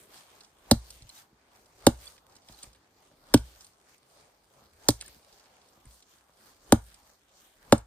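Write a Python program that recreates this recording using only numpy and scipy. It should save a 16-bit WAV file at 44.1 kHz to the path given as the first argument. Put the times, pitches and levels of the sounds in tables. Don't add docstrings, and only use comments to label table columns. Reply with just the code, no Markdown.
import sys
import numpy as np
from scipy import signal
from scipy.fft import rfft, irfft, next_fast_len
from scipy.io import wavfile
from scipy.ndimage import uniform_filter1d

SR = 44100
rng = np.random.default_rng(int(sys.argv[2]) if len(sys.argv) > 2 else 0)


def file_out(sig):
    cols = np.atleast_2d(sig).T
    lim = np.clip(cols, -1, 1)
    pcm = np.round(lim * 32767).astype(np.int16)
    wavfile.write(sys.argv[1], SR, pcm)


N = 346626

# ground boom/dB, ground thud/dB, trunk/dB, cut end/dB, knock/dB,
# clack/dB, bite/dB, splinter/dB; bite f/Hz, crunch time scale/ms
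BLOWS = [(0.712, -1.5, -28.5, -12.5, -8, -9, -9.5, -11.5, -9, -7.5, 3892, 4),
         (1.867, 2.5, -36.5, -19.5, -13, -6.5, -8.5, -12, -14, -11, 3478, 4),
         (3.34, 2.5, -32, -16.5, -13, -3.5, -15.5, -11.5, -14, -12.5, 3266, 4.4),
         (4.886, -6, -33.5, -14, -19.5, -3.5, -10, -8, -7.5, 0, 4065, 4),
         (6.723, 3, -39, -17, -12.5, -7, -10.5, -10, -17, -10, 3722, 2.7),
         (7.7237, 0, -36, -16.5, -11.5, -5.5, -3.5, -4.5, -13.5, -9.5, 3580, 3.7)]
# t/s, log level/dB, knock re log/dB, ground level re log/dB
BUMPS = [(0.893, -66.5, -10, 16), (0.945, -68, -10, 17), (1.006, -56, -12, 14), (1.034, -62, -10, 16.5),
         (1.326, -53, -10, -12), (2.495, -45.5, 1, -3), (2.636, -51, 6, -9.5), (2.655, -62.5, -9.5, 14.5),
         (3.114, -56, 6, -23), (3.134, -57.5, 0, -11.5), (4.619, -60, 8.5, -14.5), (5.022, -60, 14, 3.5),
         (5.075, -64.5, -10, 12), (5.162, -51, -4, -12), (5.773, -54.5, 3, -16), (5.85, -52.5, -7.5, 10.5),
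         (6.294, -62.5, 11.5, -14.5)]
# nominal f/Hz, level/dB, t60/s
BOOM_MODES = [(44, -7.5, 0.11), (57.62, -0.5, 0.29)]
THUD_MODES = [(88, -2.5, 0.048), (107.5, -4, 0.14), (127, 0, .09)]
TRUNK_MODES = [(170, -8, .06), (233, 0, .075)]
CUT_END_MODES = [(305, 0, .05), (385, -7, .035)]
KNOCK_MODES = [(590, 0, .036), (690, -3, .028), (800, -2, .026)]
CLACK_MODES = [(960, 0, .02), (1160, -3, .02), (1420, -2, .018), (1700, -4, .014), (2150, -9, .01)]
HEAVE_S = .025
# t/s, peak level/dB, start f/Hz, length/ms
SQUEAKS = [(1.093, -47, 4000, 13), (1.096, -55, 2980, 13), (1.16, -56, 3700, 11), (1.172, -55, 3730, 13),
           (2.066, -43, 3340, 12), (2.074, -42.5, 4470, 8.5), (2.54, -54, 4120, 12), (2.575, -58, 3697, 30),
           (5.047, -55, 1670, 18)]
# t/s, level/dB, centre f/Hz, treble re level/dB
TICKS = [(0.4085, -43.5, 4300, -25), (0.4355, -52, 4800, -23), (0.4472, -50, 4570, -24),
         (0.906, -38.5, 5600, -3), (1.0227, -47.5, 4530, -19), (1.0935, -45.5, 4160, 2),
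         (2.058, -52.5, 4500, 10), (2.1802, -47.5, 3040, -15), (2.354, -52, 5760, -16),
         (2.366, -48, 4900, -26), (2.4874, -44.5, 3500, -6), (2.5252, -49.5, 5100, -3),
         (2.6294, -43, 3500, 0), (2.633, -39.5, 4370, 5), (2.641, -46, 2500, 3), (2.732, -52, 4910, -17),
         (2.75, -51.5, 2320, -11), (3.3756, -33.5, 3730, -7), (3.6096, -43, 5040, -16),
         (3.647, -46.5, 5500, -4), (3.6678, -52, 4740, -0.5), (4.906, -27, 4130, 7),
         (5.0075, -42, 3610, -4), (5.0127, -31.5, 3380, -2), (5.0234, -38.5, 1790, -1.5),
         (5.0634, -51, 4550, 7), (5.0806, -45.5, 1760, 4.5), (5.3275, -50.5, 4180, -11),
         (5.398, -53, 4270, -15), (5.458, -57, 3500, -17), (5.617, -57, 4000, -15),
         (5.688, -57, 5000, -7.5), (5.8558, -55, 1830, 4.5), (6.0256, -49.5, 4530, -27),
         (6.9441, -48.5, 4500, -0.5), (7.781, -47, 5470, 9)]
TICK_MS, TICK_MS_PER_DB = 5.1, -0.05
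FAINT_COUNT, FAINT_DB, FAINT_HZ = 45, -60.5, 4360
# f/Hz, left minus right level/dB, left phase lead/rad
PORTS = [(0, 0, 0), (400, 0, .05), (700, 1, .4), (1750, 1, .3), (2800, -2, 1.8), (4800, -8, 1.9),
         (5900, -3, 2.6), (6900, 0, 3), (8950, 0, .4), (16000, 0, -9.2)]
# f/Hz, relative level/dB, t60/s
TREES = [(720, -37.5, 0.13), (1620, -36, 0.2), (3600, -36.5, 0.14), (7900, -34.5, 0.2), (13000, -41, 0.073)]
# centre t/s, Gaussian sigma/s, hiss level/dB, body level/dB
RUSTLES = [(0.0, 0.045, -63.5, -73), (0.166, 0.047, -58.5, -74), (0.349, .08, -66.5, -69),
           (0.886, 0.083, -63.5, -85), (1.006, 0.055, -70, -74), (1.177, 0.039, -60, -82),
           (1.1, 0.03, -68, -78), (1.569, 0.051, -72.5, -69), (2.058, 0.071, -60, -96),
           (2.342, 0.05, -79.5, -64.5), (2.516, 0.033, -64.5, -90), (2.626, 0.053, -62, -73),
           (3.05, 0.058, -76, -70), (3.48, 0.054, -65.5, -75.5), (3.602, 0.071, -64.5, -93),
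           (3.92, 0.037, -71.5, -70.5), (4.192, 0.084, -73.5, -64), (4.61, .08, -76, -65),
           (5.083, 0.077, -62.5, -74), (5.33, 0.081, -70, -74), (5.554, 0.16, -78.5, -74.5),
           (5.94, 0.06, -67, -98), (6.138, 0.053, -70.5, -74), (6.47, 0.063, -65.5, -66),
           (6.913, 0.087, -66.5, -78), (7.092, 0.054, -71, -76.5), (7.419, 0.076, -69, -76)]
# level at blow/dB, rise/(dB/s)
RISES = [(-66.5, 93), (-56.5, 122.5), (-66, 60)]
SHUDDER_DB, SHUDDER_DB_PER_S = -52, 79.5
# t/s, body level/dB
MURMUR = [(0, -67), (1.0, -70.5), (2.3, -68), (3.0, -70), (4.4, -71.5), (5.3, -68.5), (5.8, -68),
          (5.95, -72.5), (7.86, -73)]
HISS_DB, RUMBLE_DB = -81, -81.5
# f/Hz, correlation
LIKENESS = [(60, 1), (290, 0.93), (640, 0.56), (1400, 0.067), (3000, 0.03), (16000, 0.01)]
# f/Hz, level/dB
MIC = [(30, -9), (50, 1.5), (1500, 1.5), (2740, -0.5), (4500, 2.5), (6900, 2), (8760, 4.5), (10500, 1),
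       (11600, -13), (12800, 5), (14800, 1), (16500, -24)]
TOP_HZ = 16600


def undb(db):
    return 10 ** (np.asarray(db) / 20)


def add(track, s, sound):
    i = int(s * SR)
    track[..., i:i + sound.shape[-1]] += sound[..., :track.shape[-1] - i]


def band(x, hz, width_oct):
    f_hz = np.arange(x.shape[-1] // 2 + 1) * SR / x.shape[-1] + 1
    bell = np.exp(-.5 * (np.log2(f_hz / hz) / width_oct) ** 2)
    return irfft(rfft(x) * bell, x.shape[-1])


def unit(x):
    return x / np.sqrt(np.mean(x ** 2))


def decay(t_s, t60_s):
    return np.exp(-np.log(1000) * t_s / t60_s)


def walk(rate_hz):
    hold = int(SR / rate_hz)
    steps = np.repeat(rng.standard_normal(N // hold + 1), hold)
    return 1.3 * uniform_filter1d(uniform_filter1d(steps, hold), hold)[:N]


def ring(modes, push_ms, scatter_db=1., detune=.025):
    t_s = np.arange(16384) / SR
    chance = rng.standard_normal((len(modes), 2))
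    x = np.zeros(len(t_s))
    for (hz, db, t60_s), (a, b) in zip(modes, chance):
        tone = np.sin(2 * np.pi * hz * (1 + detune * b) * t_s)
        x += undb(db + scatter_db * a) * tone * decay(t_s, t60_s)
    push = np.hanning(int(push_ms * SR / 1000) + 3)
    x = np.convolve(x, push)[:len(t_s)]
    return x / np.abs(x).max()


def burst(hz, width_oct, ms, tail_db=-26.0, tail=8.1):
    t = np.arange(4096) / SR / (max(ms, .3) / 1000)
    clicks = rng.standard_normal(4096) * undb(4 * rng.standard_normal(4096))
    swarm = (3.37 * t * np.exp(1 - 2.526 * t)) ** 0.64
    swarm = swarm + undb(tail_db) * np.minimum(t, 1) * np.exp(-t / tail)
    return unit(band(clicks, hz, width_oct)) * swarm * 0.35


def axe():
    out = np.zeros(N)
    for s, db, boom, thud, trunk, cut_end, knock, clack, bite, splinter, bite_hz, ms in BLOWS:
        add(out, s - .001, undb(db + splinter) * burst(6600, 0.8, ms))
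        add(out, s - .0005, undb(db + bite) * burst(bite_hz, 0.25, 1.1 * ms, -36.))
        stop_s = s + .5 * ms / 1000
        add(out, stop_s - .0012, undb(db + clack) * 1.3 * ring(CLACK_MODES, .2))
        add(out, stop_s - .0008, undb(db + knock) * 1.6 * ring(KNOCK_MODES, 0.14))
        add(out, stop_s, undb(db + cut_end) * ring(CUT_END_MODES, 1.0))
        add(out, stop_s, -1.2 * undb(db + trunk) * ring(TRUNK_MODES, 1.0))
        add(out, stop_s + 0.0028, undb(db + thud) * ring(THUD_MODES, 6.2))
        add(out, stop_s + HEAVE_S, undb(db + boom) * ring(BOOM_MODES, 15.0))
    return out


def bumps():
    out = np.zeros(N)
    for s, db, knock_db, ground_db in BUMPS:
        log = ring(TRUNK_MODES + CUT_END_MODES, 0.9)
        knock = undb(knock_db) * ring(KNOCK_MODES + CLACK_MODES, 0.43)
        add(out, s, undb(db) * (log + knock))
        add(out, s + 0.009, undb(db + ground_db) * ring(BOOM_MODES + THUD_MODES, 6.9))
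    return out


def squeaks():
    out = np.zeros(N)
    for s, db, hz, ms in SQUEAKS:
        t_s = np.arange(int(ms * SR / 1000)) / SR
        wobble_rad = np.cumsum(0.032 * rng.standard_normal(len(t_s)))
        tone = np.sin(2 * np.pi * hz * t_s * (1 + 2.3 * t_s) + wobble_rad)
        add(out, s, undb(db) * np.hanning(len(t_s)) * tone)
    return out


def ticks():
    out = np.zeros(N)
    chance = rng.standard_normal((FAINT_COUNT, 4))
    during = np.array(RUSTLES)[rng.integers(0, len(RUSTLES), FAINT_COUNT)]
    faint = []
    for (s, sigma_s, _, _), (a, b, c, d) in zip(during, chance):
        tick_s = max(s + 2 * sigma_s * a, .01)
        faint.append((tick_s, FAINT_DB + 3 * b, FAINT_HZ * 2 ** (0.22 * c), -8 + 5 * d))
    for s, db, hz, treble_db in TICKS + faint:
        ms = TICK_MS + TICK_MS_PER_DB * (db + 51)
        middle = burst(hz, 0.65, ms, -30.5)
        edge = undb(treble_db) * burst(8200, 0.33, 0.65 * ms, -28.0)
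        add(out, s - .002, undb(db) * (middle + edge))
    return out


def ports(x):
    f_hz = np.arange(N // 2 + 1) * SR / N
    hz, db, rad = np.transpose(PORTS)
    half = undb(np.interp(f_hz, hz, db) / 2) * np.exp(.5j * np.interp(f_hz, hz, rad))
    return irfft(rfft(x) * np.array([half, 1 / half]), N)


def trees(x):
    t_s = np.arange(16384) / SR
    tail = 0
    for hz, db, t60_s in TREES:
        patches = undb(db + walk(120)[:len(t_s)])
        noise = unit(band(rng.standard_normal((2, len(t_s))), hz, 0.77))
        tail = tail + patches * noise * decay(t_s, t60_s)
    tail = tail * np.clip(t_s / 0.0013, 0, 1) / 8
    return signal.fftconvolve(x[None], tail, axes=1)[:, :N]


def motion():
    t_s = np.arange(0, N, 64) / SR
    hiss, rumble = undb(HISS_DB), undb(RUMBLE_DB)
    body = undb(np.interp(t_s, *np.transpose(MURMUR)))
    for s, sigma_s, hiss_db, body_db in RUSTLES:
        swell = np.exp(-.5 * ((t_s - s) / sigma_s) ** 2)
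        hiss = np.hypot(hiss, undb(hiss_db) * swell)
        body = np.hypot(body, undb(body_db) * swell)
    for s, db, *_ in BLOWS:
        away_s = np.abs(t_s - s)
        rises = [undb(top_db - db_per_s * away_s) * (t_s < s) for top_db, db_per_s in RISES]
        shudder = undb(db + SHUDDER_DB - SHUDDER_DB_PER_S * away_s) * (t_s >= s)
        hiss = np.hypot(hiss, rises[0])
        body = np.hypot(body, rises[1])
        rumble = np.hypot(rumble, rises[2] + shudder)
    return (np.interp(np.arange(N) / SR, t_s, gain) for gain in (hiss, body, rumble))


def wood():
    hiss, body, rumble = motion()
    like_hz, like = np.transpose(LIKENESS)
    grains = undb(1.8 * np.repeat(rng.exponential(1., N // 60 + 1), 60)[:N])
    out = 0
    for hz in 35 * 2 ** np.arange(0, 9, .5):
        noise = rng.standard_normal((2, N)) * (grains if hz > 1400 else 1)
        mid, side = unit(band(noise, hz, 0.27))
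        octave = np.log2(hz)
        gain = (rumble * undb(-6.5 - 12 * abs(octave - np.log2(60)))
                + body * undb(-6 - 4.7 * abs(octave - np.log2(750)))
                + hiss * undb(-4.0 - 5.8 * max(np.log2(3500) - octave, 0)))
        flicker = undb(2.2 * walk(15) + walk(70))
        c = np.clip(np.interp(np.log(hz), np.log(like_hz), like), 0, 1)
        stereo = np.sqrt((1 + c) / 2) * mid + np.sqrt((1 - c) / 2) * side * np.array([[1], [-1]])
        out = out + gain * flicker * stereo
    return out


def scene():
    near = axe() + bumps() + squeaks() + ticks()
    return ports(near) + trees(near) + wood()


def record(dry, turns=.7, ceiling=1.2):
    size = next_fast_len(N + 8192)
    f_hz = np.arange(size // 2 + 1) * SR / size + 1
    hz, db = np.transpose(MIC)
    colour = undb(np.interp(np.log(f_hz), np.log(hz), db))
    late = np.exp(-2j * np.pi * turns * np.log(np.clip(f_hz, 35, 4000) / 35))
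    x = irfft(rfft(dry, size) * colour * late, size)[:, :N]
    clipped = ceiling * np.tanh(x / ceiling)
    top_cut = signal.ellip(10, .2, 70, TOP_HZ, fs=SR, output="sos")
    return signal.sosfilt(top_cut, clipped)


dry = scene()
out = record(dry)
file_out(out)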